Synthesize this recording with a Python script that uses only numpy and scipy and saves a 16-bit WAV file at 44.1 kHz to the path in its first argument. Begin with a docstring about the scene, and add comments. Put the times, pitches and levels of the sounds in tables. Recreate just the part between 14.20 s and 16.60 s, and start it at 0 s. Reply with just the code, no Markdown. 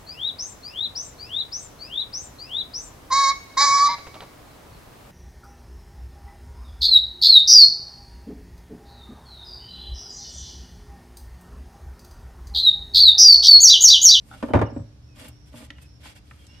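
"""A low outdoor rumble and a dry swish of wood come first, then creaks as a wooden skateboard deck is gripped.
The deck is tipped on a stack that lies on a garden bench: it knocks, drops back and rattles as ringing modes
and noise cracks. It is then slid off and turned over in the hands, with noise swishes and light ringing taps.
Small birds call across the yard in gliding tones and noise-modulated buzzes; a wall and a fence answer all
the near sounds with decaying noise echoes. Two microphones with different treble hear the scene."""
import sys
import numpy as np
from scipy import signal
from scipy.fft import rfft, irfft
from scipy.io import wavfile

SR = 44100
rng = np.random.default_rng(int(sys.argv[2]) if len(sys.argv) > 2 else 0)


def store_pcm(level_fs):
    """Save levels as 16-bit WAV."""
    pcm = np.round(np.clip(level_fs, -1, 1) * 32767).astype(np.int16)
    wavfile.write(sys.argv[1], SR, np.atleast_2d(pcm).T)


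N = 105840  # samples in the scene

# bending modes of the loose deck: pitch_hz [Hz], level_db [dB], t60_s [s]
DECK_MODES = [(236.8, -4.5, 0.12), (290.7, 2, 0.084), (563, -10.5, 0.14), (880, -30.5, 0.019)]
# modes of the stack of decks: pitch_hz [Hz], level_db [dB]
STACK_MODES = [(238, 5), (404, -10), (499, 0.5), (620, 4.5), (819, -1), (885, -1.5), (935, -4), (968, -0.5),
               (1061, -5), (1189, 0.5), (1470, -7), (1780, -4), (2190, -16), (2400, -6.5), (3080, -9),
               (3700, -10)]

DECK_SIDE, WIDE_HZ = 0.7, 346  # stereo side weight of the wood; pitch of half the full left-right phase shift
WOOD_T60_SLOPE = 0.52  # how steeply ring time shortens with pitch
HELD_T60_S = 0.043  # ring time at 1 kHz of wood damped by the hands


def undb(db):
    """Decibels to gain."""
    return 10 ** (np.asarray(db) / 20)


def unit(x):
    """Scale to rms 1."""
    return x / np.sqrt(np.mean(x ** 2))


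def colour(x, points):
    """Filter by a curve of (Hz, dB) points, joined along log frequency."""
    hz, db = np.array(points, float).T
    f = np.maximum(np.fft.rfftfreq(2 * N, 1 / SR), 1)
    gain = undb(np.interp(np.log(f), np.log(hz), db))
    return irfft(rfft(x, 2 * N) * gain)[..., :x.shape[-1]]


def filt(x, hz, kind, order=2):
    """Butterworth filter."""
    edges = np.clip(hz, 10, SR / 2 - 1000)
    return signal.sosfilt(signal.butter(order, edges, kind, fs=SR, output="sos"), x)


def noise(side):
    """Stereo noise with a given side weight."""
    m, s = rng.standard_normal((2, N))
    return (m + side * np.array([s, -s])) / np.sqrt(1 + side ** 2)


def walk(rate):
    """Smooth random wander with rms 1, low-passed at rate in Hz."""
    settled = filt(rng.standard_normal(N + SR), rate, "low")[SR:]
    return unit(settled)


def fade(t60):
    """Exponential decay from time zero, down 60 dB after t60 seconds."""
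    return np.exp(-np.log(1000) * np.arange(N) / SR / t60)


def swell(start, length, attack, release):
    """Rounded attack, hold and release; each slope takes at most half the length."""
    t = np.arange(N) / SR - start
    rise = np.clip(t / min(attack, length / 2), 0, 1)
    fall = np.clip((length - t) / min(release, length / 2), 0, 1)
    return np.sin(np.pi / 2 * rise) * np.sin(np.pi / 2 * fall)


def ring(modes):
    """Struck response of a table of modes; higher modes reach the two microphones out of step."""
    t, out = np.arange(N) / SR, 0
    for k, (hz, db, t60) in enumerate(modes):
        sign = (-1) ** k
        spread = np.arctan(DECK_SIDE) * hz ** 2 / (hz ** 2 + WIDE_HZ ** 2)
        lag = sign * spread * np.array([[1], [-1]])
        out = out + sign * undb(db) * np.sin(2 * np.pi * hz * t + lag) * fade(t60)
    return out * (1 - fade(0.012))  # soft onset


def wood_ring(modes, t60):
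    """Struck response of wooden modes that last t60 at 1 kHz; higher ones die sooner."""
    return ring([(hz, db, t60 * (1000 / hz) ** WOOD_T60_SLOPE) for hz, db in modes])


def add(out, s, x):
    """Mix x into out from time s."""
    i = int(max(s, 0) * SR)
    out[:, i:] += x[..., :N - i]


def background():
    """Low rumble nearly alike on both sides, wide steady hiss and a distant machine hum that wavers in level."""
    # outdoor air colour: freq_hz [Hz], density_db [dB per Hz]
    air_curve = [(20, -32), (45, -7), (70, 1.5), (95, -8), (120, -3), (170, -13.5), (290, -22),
                 (1000, -34.5), (2500, -40), (5600, -39.5), (7500, -49.5), (15000, -58.5)]
    # distant machine hum: pitch_hz [Hz], level_db [dB]
    hum_tones = [(70, -58.5), (118.4, -58.5), (295.5, -65.5)]
    air_db, wide_hz = -49.5, 510  # air level; the air widens above wide_hz
    t = np.arange(N) / SR
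    mid, side = colour(rng.standard_normal((2, N)), air_curve)
    side = 0.087 * side + filt(side, wide_hz, "high", order=1)
    out = undb(air_db) * unit(mid + np.array([side, -side]))
    for hz, db in hum_tones:
        level = undb(db + 2 * walk(3.5)) * np.sqrt(2)
        out = out + level * np.sin(2 * np.pi * (hz * t + rng.random()))
    return out


def rubs():
    """Sliding wood and hands: fine uneven friction hisses while tiny catches of wood on wood ring the board."""
    # swishes: start_s [s], length_s [s], level_db [dB], treble_db above the knee [dB], scrape_db [dB]
    swishes = [(0.009, 0.33, -67.5, 12, 9), (0.083, 0.24, -57.5, -25, -2), (0.944, 0.17, -47.5, 1.5, 0.5),
               (1.251, 0.065, -60, 3, -13), (1.309, 0.17, -51, 3, 2.5), (1.554, 0.15, -62.5, 3, -22),
               (1.613, 0.027, -64, 15.5, -22), (1.798, 0.15, -47, -2.5, -30),
               (1.945, 0.053, -50.5, -0.5, -22), (2.025, 0.28, -60.5, 2, -22),
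               (2.27, 0.16, -57.5, -10, -27)]
    # friction colour: freq_hz [Hz], density_db [dB per Hz]
    friction_curve = [(300, -2.5), (620, -1), (1000, 0.5), (2400, -1.5), (4000, -3), (6500, -7.5),
                      (9500, -9.5), (13000, -14), (15500, -35)]
    attack_s, release_s, knee_hz = 0.077, 0.062, 6900
    side, grain_db = 0.89, 1.5  # stereo side weight; spread of the quick unevenness
    board_t60_s, board_share = 0.065, 0.82  # short ringing of the rubbed board
    catches_per_s, catch_spread_db = 900, 3.5

    unevenness = undb(grain_db * walk(410) + 2.15 * walk(30))
    grain = colour(noise(side), friction_curve) * unevenness
    board = unit(rng.standard_normal((1, N)) * fade(board_t60_s)) / np.sqrt(N)
    grain = unit(grain + board_share * signal.fftconvolve(grain, board, axes=1)[:, :N])
    low = filt(grain, knee_hz, "low", order=3)
    high = filt(grain, knee_hz, "high", order=3)

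    catches = (rng.random(N) < catches_per_s / SR) * undb(catch_spread_db * rng.exponential(size=N))
    catches = catches * rng.choice([-1, 1], N)
    wood = ring(DECK_MODES) + wood_ring(STACK_MODES, HELD_T60_S)
    scrape = unit(signal.fftconvolve(catches[None], wood, axes=1)[:, :N])

    out = np.zeros((2, N))
    for s, length, db, treble_db, scrape_db in swishes:
        stroke = undb(db) * swell(s, length, attack_s, release_s) ** 1.12
        out += stroke * (low + undb(treble_db) * high + undb(scrape_db) * scrape)
    return out


def creaks():
    """The gripped deck creaks: short resonances roughened by a fast random wander in level."""
    # creaks: start_s [s], level_db [dB]
    grips = [(.112, -43.5), (.125, -42.5), (0.138, -41)]
    # creak resonances: pitch_hz [Hz], level_db [dB], t60_s [s]
    resonances = [(797, -0.5, 0.07), (1340, 3, 0.046), (1484, -1.5, 0.061), (3570, -5, 0.02)]
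    out = np.zeros((2, N))
    for s, db in grips:
        add(out, s, undb(db) * ring(resonances) * (1 + .5 * walk(230)))
    return out


def knocks():
    """Each blow bends the deck, rattles the stack (duller when the contact is soft) and shakes the bench below."""
    # blows: start_s [s], flex_db of the deck [dB], clatter_db of the stack [dB],
    # brightness_hz of the contact [Hz], thump_db of the bench [dB]
    blows = [(0.227, -42, -24, 4450, -64), (0.232, -19, -33.5, 900, -61), (0.285, -30, -29.5, 910, -64),
             (0.304, -27.5, -24, 410, -52.5), (0.336, -21.5, -10, 1620, -22.5),
             (.346, -23.5, -15.5, 1290, -12), (.353, -34, -14.5, 1480, -28), (.360, -24, -16.5, 1070, -42),
             (.371, -42, -18.5, 1500, -62), (0.391, -37.5, -20, 2500, -61), (0.4144, -48, -16, 2500, -63),
             (0.421, -21.5, -21.5, 1400, -20.5), (.453, -36, -35.5, 1500, -43),
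             (.520, -32, -50, 900, -35.5), (0.563, -23.5, -33, 895, -31), (0.593, -48, -39, 500, -29.5)]
    # bench modes: pitch_hz [Hz], level_db [dB], t60_s [s]
    bench_modes = [(79, 5.5, 0.092), (109.3, -2, 0.27), (134.2, -5.5, 0.2), (177, -7.5, 0.12)]
    # dense crack of the plywood: freq_hz [Hz], density_db [dB per Hz]
    crack_curve = [(150, 5), (400, 9.5), (1100, 2), (2300, -10.5), (3500, -19), (6000, -22), (14000, -31)]
    # faint long ring that outlasts the knocks: pitch_hz [Hz], level_db [dB]
    after_modes = [(1140, -48), (1650, -35)]
    crack_db, crack_t60_s = -0.5, 0.078
    ring_db, stack_t60_s, after_t60_s = -10.5, 0.084, 1  # stack ring time is at 1 kHz

    out, deck, bench = np.zeros((2, N)), ring(DECK_MODES), ring(bench_modes)
    stack = undb(ring_db) * wood_ring(STACK_MODES, stack_t60_s)
    stack = stack + ring([(hz, db, after_t60_s) for hz, db in after_modes])
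    crack = undb(crack_db) * unit(colour(noise(DECK_SIDE), crack_curve))
    for s, flex_db, clatter_db, brightness_hz, thump_db in blows:
        fresh_crack = np.roll(crack, rng.integers(N // 2), axis=1)  # another stretch of noise each time
        wood = stack + fresh_crack * fade(crack_t60_s)
        clatter = undb(clatter_db) * filt(wood, brightness_hz, "low", order=1)
        add(out, s, undb(flex_db) * deck + clatter + undb(thump_db) * bench)
    return filt(out, 52, "high", order=4)


def birds():
    """Gliding whistles and thin buzzes (tones times slow noise) that rise and fall, a little to the right."""
    # whistles: start_s [s], length_s [s], start_hz [Hz], end_hz [Hz], level_db [dB]
    whistles = [(0.276, 0.07, 3080, 3030, -58.5), (0.414, 0.078, 2940, 2846, -57.5),
                (0.881, 0.086, 2620, 2460, -67.5), (1.55, 0.045, 2903, 2800, -58.5),
                (1.601, 0.067, 2596, 2530, -62.5), (2.185, 0.082, 3240, 3150, -64),
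                (2.281, 0.12, 2730, 2950, -60)]
    # buzzy calls: start_s [s], length_s [s], pitch_hz at both ends [Hz], level_db [dB]
    buzzes = [(0.458, 0.02, 5380, -52), (0.494, 0.033, 5210, -56.5), (0.52, 0.23, 5400, -67.5),
              (0.527, 0.13, 7580, -66), (0.82, 0.17, 5280, -66), (1.10, 0.24, 5370, -62.5),
              (1.651, 0.16, 5240, -61), (2.268, 0.24, 5300, -60.5)]
    wobble_share, arch_share = 0.00676, 0.038  # whistle wobble and mid-buzz rise, as shares of the pitch
    buzz_width_hz, pan_db = 360, -3.5  # pan is left minus right
    t, out = np.arange(N) / SR, np.zeros((2, N))
    wobble, flutter = 1 + wobble_share * walk(180), undb(2 * walk(39.7))
    for s, length, start_hz, end_hz, db in whistles:
        pitch = np.interp(t, [s, s + length], [start_hz, end_hz]) * wobble
        level = undb(db) * swell(s, length, 0.0196, 0.0048) * flutter
        out += level * np.sin(2 * np.pi * np.cumsum(pitch) / SR)
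    rasp = unit(filt(noise(.8), buzz_width_hz / 2, "low", order=3))
    for s, length, hz, db in buzzes:
        pitch = hz * (1 + arch_share * swell(s, length, length, length))
        level = undb(db) * swell(s, length, 0.018, 0.083) * rasp
        out += level * np.sin(2 * np.pi * np.cumsum(pitch) / SR)
    return out * undb(np.array([[pan_db], [-pan_db]]) / 2)


def taps():
    """Light taps of hands and ticks of the edge: a noise scuff and the held deck's modes in a band, plus deck flex."""
    # contacts: start_s [s], level_db [dB], centre_hz [Hz]
    contacts = [(1.083, -36, 10600), (1.33, -49, 2500), (1.5035, -28.5, 2420), (1.583, -40, 1920),
                (1.856, -34.5, 900), (2.111, -37, 1580), (2.267, -41, 5350)]
    # modes of the deck held in the hands: pitch_hz [Hz], level_db [dB]
    held_modes = [(825, 1), (1020, -2.5), (1352, 1.5), (1510, -9), (1780, 0.5), (1960, 1.5), (3058, -1),
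                  (3680, -2)]
    scuff_t60_s, scuff_db, held_db, flex_db = 0.035, -7.5, -7, -16
    width = 0.53  # half width of the band, as a share of its centre
    out, held = np.zeros((2, N)), wood_ring(held_modes, HELD_T60_S)
    deck = undb(flex_db) * ring(DECK_MODES)
    for s, db, hz in contacts:
        band = [hz / (1 + width), hz * (1 + width)]
        scuff = undb(scuff_db) * unit(filt(noise(0.57), band, "band")) * fade(scuff_t60_s)
        add(out, s, undb(db) * (scuff + undb(held_db) * filt(held, band, "band") + deck))
    return out


def yard(x):
    """Scattered echoes from wall and fence as decaying noise; the lows last slightly longer."""
    echo_db, delay_s, low_t60_s, high_t60_s = -17.5, .012, 0.4, 0.39
    lows = filt(noise(0.1), 373, "low") * fade(low_t60_s)
    highs = filt(noise(0.4), 500, "high") * fade(high_t60_s)
    echo = np.zeros((2, N))
    add(echo, delay_s, filt(lows + highs, 4850, "low", order=1))
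    echo = unit(echo) / np.sqrt(N)
    return x + undb(echo_db) * signal.fftconvolve(x, echo, axes=1)[:, :N]


def scene():
    """The handled deck and the birds, with echoes from the yard, over the background."""
    return background() + yard(rubs() + creaks() + knocks() + birds() + taps())


def record(dry):
    """Two microphones that differ in the treble, and a steep top cut."""
    # microphone mismatch: freq_hz [Hz], left minus right level_db [dB]
    mismatch = [(1500, 0), (5600, -3), (7500, 0), (9800, 10), (12500, -1)]
    top_hz = 15300
    heard = []
    for x, sign in zip(dry, (1, -1)):
        heard.append(colour(x, [(hz, sign * db / 2) for hz, db in mismatch]))
    top_cut = signal.ellip(8, .2, 70, top_hz, fs=SR, output="sos")
    return signal.sosfilt(top_cut, np.array(heard))


dry = scene()
out = record(dry)
store_pcm(out)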